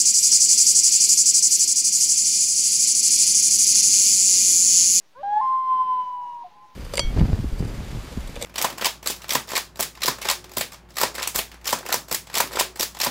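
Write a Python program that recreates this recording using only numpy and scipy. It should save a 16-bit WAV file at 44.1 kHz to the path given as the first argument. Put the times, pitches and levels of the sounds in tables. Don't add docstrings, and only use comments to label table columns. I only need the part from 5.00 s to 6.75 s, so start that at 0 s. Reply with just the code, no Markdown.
import sys
import numpy as np
from scipy import signal
from scipy.fft import rfft, irfft
from scipy.io import wavfile
from scipy.ndimage import uniform_filter1d

SR = 44100
rng = np.random.default_rng(int(sys.argv[2]) if len(sys.argv) > 2 else 0)


def decibels_to_gain(level_db):
    exponent = np.asarray(level_db, float) / 20
    return 10 ** exponent


def to_wav(sig):
    pcm = np.clip(np.atleast_2d(sig), -1, 1) * 32767
    pcm = np.round(pcm).astype(np.int16)
    wavfile.write(sys.argv[1], SR, pcm.T)


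N = 77175

# (time [s], pitch [Hz], fundamental level [dB], second partial level [dB])
SCOOP = [(.15, 462, -72, -56), (.162, 490, -57, -48), (.178, 522, -49, -45), (.204, 567, -41, -49),
         (.218, 596, -38, -59), (.228, 625, -43, -62)]
# (time [s], pitch [Hz])
RISE_PITCH = [(.232, 792), (.31, 827), (.388, 855), (.408, 885)]
# (time [s], level [dB])
RISE_LEVEL = [(.232, -28), (.25, -27), (.3, -25), (.32, -23.5), (.342, -19.5), (.356, -22), (.375, -15.5),
              (.39, -22), (.408, -19.5)]
# (multiple of the pitch, level against the fundamental [dB])
RISE_PARTIALS = [(2, -23), (3, -45), (4, -40), (5, -47), (6, -52), (7, -54), (11, -66)]
# (time [s], level [dB])
LONG_LEVEL = [(.412, -22), (.48, -22), (.55, -21), (.61, -26), (.66, -25), (.725, -16.5), (.78, -23.5),
              (.815, -17), (.855, -27.5), (.9, -21), (.935, -21), (.96, -26), (.99, -22), (1.05, -30),
              (1.11, -32), (1.14, -30), (1.39, -37), (1.437, -37.5)]
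# (time [s], level [dB])
LONG_BILL = [(.41, -11), (.6, -5), (.75, 0), (1.0, 0), (1.2, -3), (1.34, -8), (1.43, -22)]
# (multiple of the pitch, starting level [dB], fade [dB per s])
LONG_PARTIALS = [(2, -58, -22), (4, -73, -6), (5, -71, -14), (9, -81, -30), (10, -82, -14)]
# (time [s], pitch [Hz], level [dB])
DROP = [(1.437, 742, -52), (1.449, 731, -36.5), (1.462, 722, -39), (1.475, 714, -47), (1.487, 712, -60)]
# (delay [s], spread [s], level [dB])
SHORES = [
    (.45, 0.12, -28),
    (0.879, 0.041, -28),
    (1.082, .05, -42),
    (1.27, 0.092, -36.5),
]
# (time [s], level [dB])
RASP_LEVEL = [(.14, -75), (.19, -58), (.45, -54.5), (.63, -62.5), (.71, -54), (1.0, -55.5), (1.1, -63.5),
              (1.4, -61.5), (1.6, -65)]
# (frequency [Hz], level [dB per Hz])
RASP_COLOUR = [(40, -14.5), (100, -6), (220, -4), (600, -10), (1280, -13.5), (2000, -13.5), (4000, -19.5),
               (8000, -43.5)]
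# (frequency [Hz], level [dB per Hz])
AIR_COLOUR = [(30, -28), (220, -4), (700, -5), (1500, -8), (4000, -12), (6600, -15.5), (7600, -23),
              (15700, -27)]
# (low edge [Hz], high edge [Hz], flicker [dB], rate [flickers per s])
AIR_BANDS = [
    (0, 500, 1.0, 20),
    (500, 2500, 1.3, 25),
    (2500, 5000, 1.6, 25),
    (5000, 7400, 2.0, 40),
    (7400, 11000, 1.8, 35),
    (11000, 22050, 1.6, 30),
]

LONG_START_S, LONG_END_S = 0.412, 1.437
SMOOTH_S = 0.013


def walk(rate):
    hold = int(SR / rate)
    steps = np.repeat(rng.standard_normal(N // hold + 1), hold)
    return 1.2 * uniform_filter1d(uniform_filter1d(steps, hold), hold)[:N]


def curve(table, column=1):
    rows = np.array(table)
    return np.interp(np.arange(N) / SR, rows[:, 0], rows[:, column])


def coloured_noise(colour):
    f, rows = np.fft.rfftfreq(N, 1 / SR), np.array(colour)
    level_db = np.interp(np.log(f + 1), np.log(rows[:, 0]), rows[:, 1])
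    noise = irfft(rfft(rng.standard_normal(N)) * decibels_to_gain(level_db) * (f > 35), N)
    return noise / noise.std()


def voice_note(pitch_hz, start_s, end_s, partials):
    t = np.arange(N) / SR
    edge_s = 0.0037
    shaky_hz = pitch_hz * (1 + 0.00041 * walk(25))
    phase = 2 * np.pi * np.cumsum(shaky_hz) / SR
    gate = np.minimum(t - start_s + edge_s, end_s + edge_s - t) / (2 * edge_s)
    fade = np.sin(np.clip(gate, 0, 1) * np.pi / 2) ** 2
    tone = np.zeros(N)
    for multiple, db in partials:
        flicker_db = 2.5 * walk(30) if multiple > 2 else 0
        tone += decibels_to_gain(db + flicker_db) * np.sin(multiple * phase)
    return np.sqrt(2) * fade * tone


def loon():
    return scoop_note() + rising_note() + long_note() + drop_note()


def scoop_note():
    second = curve(SCOOP, 3)
    partials = [(1, curve(SCOOP, 2)), (2, second), (3, second - 16)]
    return voice_note(curve(SCOOP), SCOOP[0][0], SCOOP[-1][0], partials)


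def rising_note():
    level = uniform_filter1d(curve(RISE_LEVEL), int(SMOOTH_S * SR / 2))
    overtone_level = -22.5 + 0.6 * (level + 22)
    partials = [(1, level)] + [(round(k), db + overtone_level) for k, db in RISE_PARTIALS]
    return voice_note(curve(RISE_PITCH), RISE_PITCH[0][0], RISE_PITCH[-1][0], partials)


def long_note():
    since = np.arange(N) / SR - LONG_START_S
    pitch_hz = 1048 - 22 * since - 77 * since ** 2
    level = uniform_filter1d(curve(LONG_LEVEL), int(SMOOTH_S * SR))
    partials = [(1, level), (3, -60 + curve(LONG_BILL))]
    partials += [(round(k), db + fade * since) for k, db, fade in LONG_PARTIALS]
    return voice_note(pitch_hz, LONG_START_S, LONG_END_S, partials)


def drop_note():
    level = curve(DROP, 2)
    return voice_note(curve(DROP), DROP[0][0], DROP[-1][0], [(1, level), (2, level - 42)])


def rasp():
    return decibels_to_gain(curve(RASP_LEVEL) + 0.4 * walk(12)) * coloured_noise(RASP_COLOUR)


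def scatter(envelope, db):
    return decibels_to_gain(db) * envelope * rng.standard_normal(N) / np.sqrt(np.sum(envelope ** 2))


def lake_echoes(call):
    t = np.arange(N) / SR
    build_up = np.clip(t / 0.056, 0, 1) ** 2
    trees = build_up * np.exp(-np.log(1000) * t / 0.63)
    woods = build_up * np.exp(-np.log(1000) * t / 8.8)
    response = scatter(trees, -13.5) + scatter(woods, -31.5)
    for delay, spread, db in SHORES:
        response += scatter(np.exp(-0.5 * ((t - delay) / spread) ** 2), db)
    sent = call * decibels_to_gain(-12 * (t - LONG_START_S))
    echoes = signal.fftconvolve(sent, response)[:N]
    return signal.sosfilt(signal.butter(1, 5070, fs=SR, output="sos"), echoes)


def songbird():
    t = np.arange(N) / SR - 0.072
    phase = 2 * np.pi * np.cumsum(5800 * (1 + 0.0087 * walk(51))) / SR
    return decibels_to_gain(-74) * np.exp(-(t / 0.02) ** 2) * np.sin(phase)


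def air():
    spectrum, f = rfft(coloured_noise(AIR_COLOUR)), np.fft.rfftfreq(N, 1 / SR)
    level_db = -64 + 0.7 * walk(12)
    total = np.zeros(N)
    for low, high, flicker_db, rate in AIR_BANDS:
        band = irfft(spectrum * (f >= low) * (f < high), N)
        total += decibels_to_gain(level_db + flicker_db * walk(rate)) * band
    return total


def scene():
    call = loon()
    mix = call + rasp() + lake_echoes(call) + songbird() + air()
    return mix[None]


def top_cut(x):
    return signal.sosfilt(signal.butter(12, 15860, fs=SR, output="sos"), x)


def record(dry):
    finished = dry - 0.0016
    return top_cut(finished)


dry = scene()
out = record(dry)
to_wav(out)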